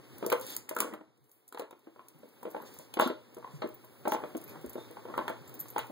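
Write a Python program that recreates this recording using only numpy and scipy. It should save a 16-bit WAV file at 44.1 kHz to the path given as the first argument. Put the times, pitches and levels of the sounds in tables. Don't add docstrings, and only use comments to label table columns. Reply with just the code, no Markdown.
import sys
import numpy as np
from scipy import signal
from scipy.fft import rfft, irfft
from scipy.io import wavfile
from scipy.ndimage import uniform_filter1d

SR = 44100
rng = np.random.default_rng(int(sys.argv[2]) if len(sys.argv) > 2 else 0)


def boost(x):
    u = np.asarray(x, float) / 20
    return 10 ** u


def store_wav(level_fs):
    pcm = np.round(np.clip(np.atleast_2d(level_fs), -1, 1) * 32767)
    wavfile.write(sys.argv[1], SR, pcm.T.astype(np.int16))


N = 260631
FREQS = np.fft.rfftfreq(N, 1 / SR) + 1


def curve(table):
    s, *columns = np.transpose(table)
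    return [np.interp(np.arange(N) / SR, s, c) for c in columns]


def over_hz(points):
    hz, value = np.transpose(points)
    return np.interp(np.log(FREQS), np.log(hz), value)


def walk(rate):
    hold = int(SR / rate)
    steps = np.repeat(rng.standard_normal(N // hold + 1), hold)
    return 1.25 * uniform_filter1d(steps, hold)[:N]


def rustle(points, grit_db, rate, patchy_db):
    grain_db = grit_db * rng.exponential(size=N)
    grains = rng.standard_normal(N) * boost(grain_db + patchy_db * walk(rate))
    x = irfft(rfft(grains) * boost(over_hz(points)), N)
    return x / np.std(x)


def ring(hz, db, t60, phase, rise):
    t = np.arange(SR // 4)[:, None] / SR
    decay = boost(db - 60 * t / np.clip(t60, .003, .5))
    modes = decay * (1 - np.exp(-t / rise)) * np.sin(2 * np.pi * hz * t + phase)
    return modes.sum(axis=1)


def burst(count, lo_hz, hi_hz):
    band = signal.butter(2, [lo_hz, hi_hz], "band", fs=SR, output="sos")
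    return signal.sosfilt(band, rng.standard_normal((count, SR // 4)))


def add(track, s, sound):
    i = int(s * SR)
    track[i:i + len(sound)] += sound[:N - i]


def mains_hum():
    # time_s, level_db
    hum_level = [
        (0.0, -58),
        (0.26, -53.5),
        (1.45, -79),
        (3.08, -59.5),
        (3.24, -66),
        (3.47, -60),
        (5.91, -53.5),
    ]
    tone = np.sin(2 * np.pi * 119.5 * np.arange(N) / SR + 1.2 * walk(40))
    return tone * boost(curve(hum_level)[0] + 10 + 3.0 * walk(35))


def scuffing():
    # time_s, rumble_db
    push = [(0, -57.5), (.2, -51.5), (.5, -53), (.66, -62.5), (.8, -52), (1.02, -70), (1.22, -72.5),
            (1.6, -71.5), (1.97, -65.5), (2.43, -59.5), (2.63, -55.5), (2.78, -58), (3.11, -61.5),
            (3.57, -56), (3.85, -59.5), (4.23, -53.5), (5.55, -53), (5.91, -55.5)]
    # time_s, fur_hiss_db
    stir = [(0, -73), (.39, -57.5), (.52, -58), (.66, -81.5), (.79, -77.5), (1.1, -97), (1.33, -69),
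            (1.51, -86), (1.97, -77.5), (2.43, -69), (2.75, -66.5), (3.11, -75), (3.6, -72.5), (4.08, -66),
            (5.2, -68), (5.33, -73), (5.68, -64), (5.91, -64.5)]
    # time_s, peak_db
    runs = [
        (0.519, -53.5),
        (0.869, -46.5),
        (2.632, -51),
        (4.23, -47.5),
        (4.54, -52),
        (5.199, -43),
        (5.55, -59.5),
    ]
    # frequency_hz, density_db
    rumble_colour = [(40, -4.5), (100, -2.5), (200, 1.5), (330, 2.5), (550, 0), (1100, -5.5), (2000, -13.5),
                     (3000, -33)]
    scrape_colour = [(1200, -28), (2200, 0.5), (3500, -2.5), (5000, -6), (7000, -12), (9000, -11),
                     (12000, -14), (16000, -23)]
    fur_colour = [(5000, -52), (7500, -9), (9000, -7.5), (11400, -0.5), (13000, -8.5), (15500, 1.5),
                  (17000, -40.5)]
    rise_db_s, fade_db_s = 125, 119.5
    t = np.arange(N) / SR
    (push_db,), (fur_db,) = curve(push), curve(stir)
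    rolls = sum(boost(db - np.maximum(rise_db_s * (s - t), fade_db_s * (t - s))) for s, db in runs)
    rumble_level = np.hypot(boost(push_db - 1.5), rolls)
    rumble = rumble_level * rustle(rumble_colour, grit_db=2.5, rate=24, patchy_db=0.0)
    scrape_db = -70.5 + 0.9 * (push_db + 59)
    scrape = boost(scrape_db + 3) * rustle(scrape_colour, grit_db=1.5, rate=50, patchy_db=.8)
    fur = boost(fur_db + 1.5) * rustle(fur_colour, grit_db=1.5, rate=60, patchy_db=.8)
    return rumble + scrape + fur


def jingles():
    # time_s, tick_peak_db, ring_re_tick_db
    low_tag = [(.397, -42.5, 5), (1.479, -48, 0), (1.488, -53, 9), (2.0842, -43.5, -5), (3.009, -31.5, 7.5),
               (3.3705, -57, -11), (3.6736, -51, -8), (4.369, -39.5, -8), (4.3764, -41, -14),
               (4.415, -47, 0.5), (4.6616, -45.5, -6), (4.7314, -44.5, 6)]
    middle_tag = [(.501, -53, 17), (0.9466, -60, -10.5), (1.2416, -65.5, -7), (1.3152, -52.5, -6),
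                  (1.5253, -45.5, -12), (1.793, -62, -8), (2.188, -62, 3), (2.2872, -57, -3),
                  (2.5038, -51, 0), (2.5122, -49, -1.5), (2.6195, -54.5, 7.5), (3.075, -36, -6),
                  (3.8464, -52, 2), (4.119, -31, -15), (4.4395, -47.5, 5), (4.4777, -64, 17.5),
                  (4.4929, -51.5, 11.5), (4.6952, -43, 3.5), (5.1765, -41, -9), (5.477, -54, 5),
                  (5.593, -41.5, 8), (4.7435, -56, 6), (5.601, -41, 13), (5.6096, -38.5, 2.5),
                  (5.7014, -48.5, 12)]
    high_tag = [(0.182, -43, 4.5), (0.3012, -30, -8), (0.3242, -27, -5), (0.4121, -36, -5),
                (0.548, -48, 15), (.749, -41.5, 1), (0.9365, -47, 1.5), (1.2944, -62, -4), (2.431, -46, -2),
                (2.74, -51, 11.5), (2.756, -56.5, 7), (2.995, -35, 6), (3.6894, -57.5, 17),
                (3.7425, -60.5, 25.5), (4.0798, -33, -31), (4.1355, -39, -2), (5.2958, -41.5, -6),
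                (5.4936, -48.5, 10), (5.541, -43.5, 6), (5.55, -56, 17), (5.6887, -49.5, 3),
                (5.7615, -52, -7), (5.79, -38, 8), (5.8683, -50, 0), (5.7821, -33, -4)]
    # low_db, middle_db, high_db
    tags_along = [(-3, -16, -20), (-18, 3, -19), (-20, -18, 0)]
    # time_s, peak_db
    dry_ticks = [(0.2635, -27), (0.466, -36), (0.5649, -25), (0.6924, -28.5), (.7644, -32), (0.7867, -30.5),
                 (0.8032, -17), (0.817, -52), (.927, -61.5), (1.176, -66), (1.5855, -49), (1.6075, -57),
                 (1.546, -50), (1.5736, -56.5), (1.62, -54), (1.595, -38), (1.7091, -50.5), (2.776, -56),
                 (2.788, -39.5), (2.9396, -36), (3.346, -47.5), (3.384, -54), (4.6132, -51),
                 (4.9113, -47.5), (5.28, -38.5), (5.6839, -43.5)]
    dry_ring_db = -26.5
    hits = [(s, db, *[dry_ring_db] * 3) for s, db in dry_ticks]
    for tag, along in zip((low_tag, middle_tag, high_tag), tags_along):
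        hits += [(s, db, *(ring_db + np.array(along))) for s, db, ring_db in tag]
    return sorted(hits)


def clinks():
    # frequency_hz, level_db, t60_s
    tag_modes = [(11350, 0, .035), (13065, -2, .048), (15270, -4, .04)]
    # frequency_hz, level_db, t60_s
    weak_modes = [(6300, -57, 0.059), (7200, -47, 0.014), (8190, -18, 0.054)]
    out, t = np.zeros(N), np.arange(SR // 4) / SR
    hz, db, t60 = np.transpose(tag_modes)
    weak_hz, weak_db, weak_t60 = np.transpose(weak_modes)
    hits = jingles()
    chance = rng.standard_normal((len(hits), 3 + len(weak_modes)))
    snaps, chatters = burst(len(hits), 7600, 21000), burst(len(hits), 36, 400)
    fast = (1 - np.exp(-t / 0.00095)) * boost(-60 * t / 0.0068)
    slow = boost(-60 * t / 0.087)
    for (s, peak_db, *tag_db), luck, snap, chatter in zip(hits, chance, snaps, chatters):
        tag_db = np.array(tag_db)
        ringing = db + tag_db - 0.99 * np.clip(-22.0 - tag_db, 0, 30)
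        tags = ring(hz * (1 + 0.0022 * luck[:3]), ringing, t60 * boost(2 * luck[3:]), luck[:3], rise=0.0017)
        tags = tags + ring(hz * 1.009, ringing - 5, 0.49 * t60, 0, rise=0.0016)
        tags = tags + ring(weak_hz, ringing.max() + weak_db + 5 * luck[3:], weak_t60, 0, rise=0.00083)
        tick = snap * (boost(11.5) * fast + boost(-9.5) * slow)
        add(out, s, boost(peak_db + 1.5) * (tags * (1 + 0.9 * chatter) + tick))
    return out


def blows():
    # time_s, peak_db, brightest_hz, tilt_db_per_octave
    rim_hits = [(.225, -27.5, 448, -3.5), (.261, -30.5, 440, -4.5), (.317, -24, 507, 11.5),
                (0.324, -19.5, 517.5, 6.5), (0.71, -31, 530, 1), (.844, -34.5, 520, -3),
                (.935, -35.5, 430, 9), (1.291, -69.5, 630, -2.5), (1.545, -38, 441, 3.5),
                (1.5947, -32, 494, 2.5), (1.619, -37, 449, 4.5), (1.726, -44.5, 418, 1),
                (2.231, -45, 573, -7.5), (2.245, -54.5, 520, -11.5), (2.451, -32, 464, -0.5),
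                (2.474, -40, 510, -6), (2.794, -44.5, 503, 0), (3.099, -27, 426, -3.5),
                (3.377, -47, 467, 1), (3.619, -30, 524, 11.5), (3.656, -38, 437, -12.5),
                (4.0726, -23, 450, -2.5), (4.146, -25, 804, -9.5), (4.163, -30, 560, 2),
                (4.2356, -29, 696, -4.5), (4.393, -50.5, 637, -1.5), (4.754, -33, 458, -4),
                (5.051, -36.5, 522, -3.5), (5.298, -30, 530, -2)]
    base_hits = [(.246, -31, 345, 3.5), (0.925, -38, 313, -3.5), (1.008, -44.5, 301, 1),
                 (1.179, -66, 336, -2), (1.869, -45, 338, 1.5), (2.2, -60, 295, -9.5),
                 (2.464, -37.5, 380, -2.5), (2.969, -26.5, 379, 3), (3.059, -25, 272, -3),
                 (3.366, -41, 385, 2.5), (3.641, -30, 332, -4), (3.839, -50, 335, 9),
                 (4.052, -30, 301.6, 9), (4.348, -29, 336, -5), (4.554, -43, 302, 11.5),
                 (4.641, -34.5, 301, -8.5), (4.778, -35.5, 329, 3), (4.905, -44, 350, 1),
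                 (5.083, -39, 383, 2), (5.097, -38.5, 340, 4.5), (5.897, -38.5, 350, -6)]
    claw_hits = [
        (0.298, -39.5, 540, 16),
        (.564, -49, 1135, 11),
        (0.688, -46, 1107, 14),
        (0.787, -32.5, 1270, -12),
        (0.802, -26, 1105, -5),
        (2.939, -43, 880, -3),
        (5.789, -31.5, 1410, -2),
    ]
    ball_hits = [(0.764, -26, 1366, -3), (0.774, -38.5, 1247, 2), (0.819, -29, 1434, -12.5),
                 (1.523, -43.5, 1123, 9), (1.572, -38.5, 918, 11), (1.608, -41, 1023, 1.5),
                 (1.708, -46, 950, -3.5), (1.959, -50, 976, -9), (1.992, -45, 1030, -6),
                 (2.428, -39, 970, -9.5), (2.546, -31, 886, -6.5), (2.563, -31.5, 835, -6),
                 (2.6, -47, 950, -11), (2.988, -27, 917, 2.5), (2.9964, -12, 1093, -3.5),
                 (3.02, -20, 833, -8.5), (3.425, -44.5, 1096, -2.5), (3.443, -39.5, 1062, -3.5),
                 (3.474, -45.5, 850, -7), (4.119, -20.5, 815, -2.5), (4.968, -37.5, 850, -3),
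                 (5.138, -32.5, 1153, -1.5), (5.177, -22, 966, -6), (5.188, -26, 1012, -8),
                 (5.278, -29, 888, 12.5), (5.761, -23, 843, -5), (5.778, -29, 930, 10)]
    crack_levels = [-19.5, -22.5, -25, -6]
    per_tilt, per_peak = 0.44, 0.069
    hits = []
    for kind, crack_db in zip((ball_hits, rim_hits, base_hits, claw_hits), crack_levels):
        for s, db, hz, tilt in kind:
            treble_db = crack_db + per_tilt * tilt + per_peak * (db + 37.5)
            hits.append((s, db, hz, treble_db, tilt))
    return sorted(hits)


def knocks():
    # frequency_hz, level_db, t60_share (of the blow's t60)
    shell_modes = [(234.2, -5.5, 2.38), (266, -12.5, 0.73), (336, -5, 3.1), (412, -2, 1.2), (520, 5, 1.12),
                   (660.2, 5, 1.74), (830, 5.5, 0.37), (850, -0.5, 0.23), (880, 7, 0.52), (1019, 5.5, 0.77),
                   (1259, 7, 0.53), (1470, -8, 0.78), (1568, -24.5, 0.09), (1800, -17, 0.51),
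                   (2016, -4.5, 0.39)]
    out, t = np.zeros(N), np.arange(SR // 4) / SR
    hz, db, share = np.transpose(shell_modes)
    hits = blows()
    chance = rng.standard_normal((len(hits), 3, len(shell_modes)))
    rattles, cracks = burst(len(hits), 230, 1500), burst(len(hits), 2055, 3250)
    for hit, (size, detune, phase), rattle, crack in zip(hits, chance, rattles, cracks):
        s, peak_db, bright_hz, treble_db, tilt_db = hit
        off_peak_db = 7.3 * np.abs(np.log2(hz / bright_hz))
        colour = db + 0.94 * size - off_peak_db + tilt_db * np.log2(hz / 600)
        blow = ring(hz * (1 + 0.058 * detune), colour, 0.031 * share, 0.41 * phase, rise=0.72 / bright_hz)
        blow = blow / np.abs(blow).max() + ring(bright_hz, -6.5, 0.032, 0, rise=0.00056)
        slap_db = -10.5 + 4.5 * np.log2(min(bright_hz / 900, 1))
        blow = blow + ring(np.array([520, 900, 1350]), slap_db, 0.017, 0, rise=0.00046)
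        blow = blow + rattle * boost(5.0 + tilt_db - 60 * t / 0.033) * (1 - np.exp(-t / 0.0079))
        crack_decay = boost(treble_db + 18.0 - 60 * t / 0.013) + boost(treble_db + 0.5 - 60 * t / 0.15)
        blow = blow + crack * (1 - np.exp(-t * bright_hz / 0.12)) * crack_decay
        add(out, s + 0.002002, blow * boost(peak_db + 2.0))
    return out


def afterrings():
    # time_s, peak_db, pitch_hz, t60_s
    panels = [(.229, -34.5, 473, 0.023), (.264, -22.5, 462, .03), (.3265, -19, 511, 0.1),
              (.345, -29.5, 503, .1), (.398, -39.5, 517.7, 0.17), (.7125, -39.5, 502, 0.03),
              (1.5965, -34.5, 520, .02), (2.971, -24, 620, 0.0079), (3.033, -29.5, 806, .03),
              (3.075, -26.5, 1363, 0.022), (3.446, -35, 1013, 0.028), (3.621, -28.5, 797, 0.01),
              (3.631, -30, 1084, 0.017), (3.654, -35.5, 426, 0.039), (4.0742, -8, 801, 0.0076),
              (4.1205, -22.5, 824.6, 0.066), (4.237, -26, 926, 0.015), (.2635, -38.5, 1300, .012),
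              (.24, -36, 1250, .03), (.7642, -24, 1300, .009), (.767, -29.5, 420, 0.028),
              (.7745, -31.5, 1250, 0.0098), (.787, -29.5, 1300, .02), (.8035, -18, 1250, 0.0073),
              (.806, -30, 400, .02), (.8185, -24, 1100, 0.012), (.828, -32, 1400, 0.014),
              (.846, -34.5, 500, .025), (.869, -33, 500, 0.022), (2.5465, -25, 893, 0.018),
              (2.5645, -28, 840, 0.022), (2.601, -36.5, 930, 0.017), (3.0225, -15.5, 830, 0.015),
              (3.061, -22.5, 700, 0.0085), (4.641, -31.5, 330, 0.023), (4.765, -33, 700, 0.017),
              (5.1, -39, 1050, .03), (5.141, -28.5, 1300, .01), (5.151, -38, 1200, 0.023),
              (5.198, -28.5, 1050, .015), (5.29, -32.5, 1400, .02), (2.9972, -32, 3600, .012),
              (3.0055, -34, 3500, .015), (3.621, -42, 4300, .02), (1.8715, -48, 330, .1),
              (1.993, -42, 1040, .015), (2.004, -48, 1040, .015), (2.433, -36, 800, .015),
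              (.9265, -40, 1900, .01), (.3, -36, 2200, .01), (5.477, -51.5, 7360, 0.047),
              (5.595, -55, 7080, 0.075), (5.69, -62, 6720, 0.11)]
    # time_s, peak_db, t60_s
    brittle = [(0.3, -36.5, .02), (.317, -32.5, 0.033), (1.5244, -45.5, .015), (1.5458, -49.5, .03),
               (1.5743, -49.5, .02), (1.5943, -36.5, 0.018), (1.6075, -60, 0.017), (1.6194, -47, 0.014),
               (1.7101, -47.5, .015), (2.9389, -30.5, 0.014), (2.9707, -43, 0.041), (2.9979, -32.5, 0.0092),
               (3.012, -36, .3), (3.6189, -38.5, 0.034), (3.635, -54.5, 0.05), (4.1206, -52, 0.12),
               (5.1799, -46, 0.031), (5.2801, -44, .04), (5.7702, -41, 0.023), (5.782, -51.5, 0.03),
               (5.795, -46.5, 0.126)]
    out, t = np.zeros(N), np.arange(SR // 4) / SR
    for s, db, hz, t60 in panels:
        add(out, s, ring(hz, db + 2.5, t60, 0, rise=.9 / hz))
    for (s, db, t60), snap in zip(brittle, burst(len(brittle), 2600, 4200)):
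        add(out, s, snap * boost(db + 10.5 - 60 * t / t60) * (1 - np.exp(-t / 0.001)))
    return out


def sniffs():
    # start_s, end_s, whistle_hz
    spans = [
        (.41, .575, 3500),
        (4.765, 4.9, 3650),
        (4.46, 4.56, 2400),
        (2.645, 2.885, 3800),
        (3.5, 3.6, 4000),
        (2.99, 3.09, 3600),
        (4.075, 4.17, 6000),
    ]
    # hiss_re_whistle_db, level_db
    levels = [(-4, -42.5), (-20.5, -61), (-19, -56), (0, -58), (5, -59.5), (-7.5, -44.5), (-6, -48)]
    out, t = 0, np.arange(N) / SR
    for (start, end, hz), (hiss_db, db) in zip(spans, levels):
        breath = np.clip((t - start) / .015, 0, 1) * np.clip((end - t) / .035, 0, 1)
        nose = [(900, hiss_db - 10), (.9 * hz, hiss_db), (hz, 0), (1.1 * hz, hiss_db),
                (9000, hiss_db - 3), (16000, hiss_db - 5)]
        out = out + breath * boost(db) * rustle(nose, grit_db=2.2, rate=45, patchy_db=2.5)
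    return out


def paw_falls():
    # time_s, peak_db, pitch_hz
    thuds = [
        (2.145, -68.5, 152),
        (3.537, -52, 145),
        (4.567, -63, 153),
        (4.66, -57, 72.4),
    ]
    out = np.zeros(N)
    for s, peak_db, hz in thuds:
        add(out, s, ring(hz, peak_db + 29, 0.143, 0, rise=0.011))
    return out


def room(x):
    t60_s, level_db = 0.27, -10
    low_hz, top_hz = 520, 4300
    t = np.arange(SR // 2) / SR
    tail = rng.standard_normal(len(t)) * boost(-60 * t / t60_s) * (t > .004)
    tail = signal.lfilter(*signal.butter(1, [low_hz, top_hz], "band", fs=SR), tail)
    return signal.fftconvolve(x, boost(level_db) * tail / np.linalg.norm(tail))[:N]


def scene():
    hits = knocks() + clinks() + afterrings()
    heard = hits + room(hits) + scuffing() + sniffs() + mains_hum() + paw_falls()
    return np.tile(heard, (2, 1))


def widen(one, direct):
    # frequency_hz, turn_rad
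    bass_turn = [(40, 1), (110, 2.54), (200, 1.22), (450, 0.78), (690, 2.32)]
    lag = 16
    turn = np.where(FREQS < 730, over_hz(bass_turn), np.pi - 2 * np.pi * FREQS * lag / SR)
    even = np.cos(turn / 2)
    odd = -1j * np.sin(turn / 2) * np.tanh((FREQS - 730) / 90)
    mid, side = irfft(one * even, N), 0
    depth = np.where(FREQS > 1000, np.minimum(np.abs(even), np.abs(odd)), 1)
    rim_share = np.clip((.48 + FREQS / 90000 - depth) / .08, 0, 1)
    treble = np.abs(np.diff(direct, prepend=0))
    calm = np.clip(6 - 2.6 * uniform_filter1d(treble, 500) / uniform_filter1d(treble, 3000), 0, 1)
    for band in range(lag * 3 // 4 + 1):
        overlap = np.clip(3 - 5 * np.abs(FREQS * lag * 2 / SR - band), 0, 1)
        flip = np.tanh(14 * (walk(18) + 0.31))
        core, rim = (np.clip(6 * (walk(30) + bias), 0, 1) for bias in (2.2, .8))
        core = core * calm
        weaker = one * overlap * (odd if band % 2 else even)
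        hole = core * irfft(weaker * (depth < .24), N)
        hole = hole + core * rim * irfft(weaker * (depth >= .24) * rim_share, N)
        side = side + flip * irfft(one * odd * overlap, N)
        if band % 2:
            side = side - flip * hole
        else:
            mid = mid - hole
    return [mid + side, mid - side]


def roll_off(x):
    return signal.sosfilt(signal.butter(12, 16950, fs=SR, output="sos"), x)


def record(dry):
    # frequency_hz, level_db
    mic_response = [(20, -30), (60, -16), (130, -11), (250, 1.5), (15750, -1), (15950, -21), (16600, -30.5),
                    (17200, -67)]
    # frequency_hz, left_minus_right_db
    side_balance = [(100, -0.5), (350, 2), (800, 1.5), (1300, 0.8), (1800, -4.5), (2300, -3)]
    one = rfft(dry[0]) * boost(over_hz(mic_response))
    sides = widen(one, dry[0])
    balance_db = over_hz(side_balance) * np.clip((2600 - FREQS) / 300, 0, 1)
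    tilt = boost(np.array([[.5], [-.5]]) * balance_db)
    mix = irfft(rfft(sides) * tilt, N)
    return roll_off(mix)


dry = scene()
out = record(dry)
store_wav(out)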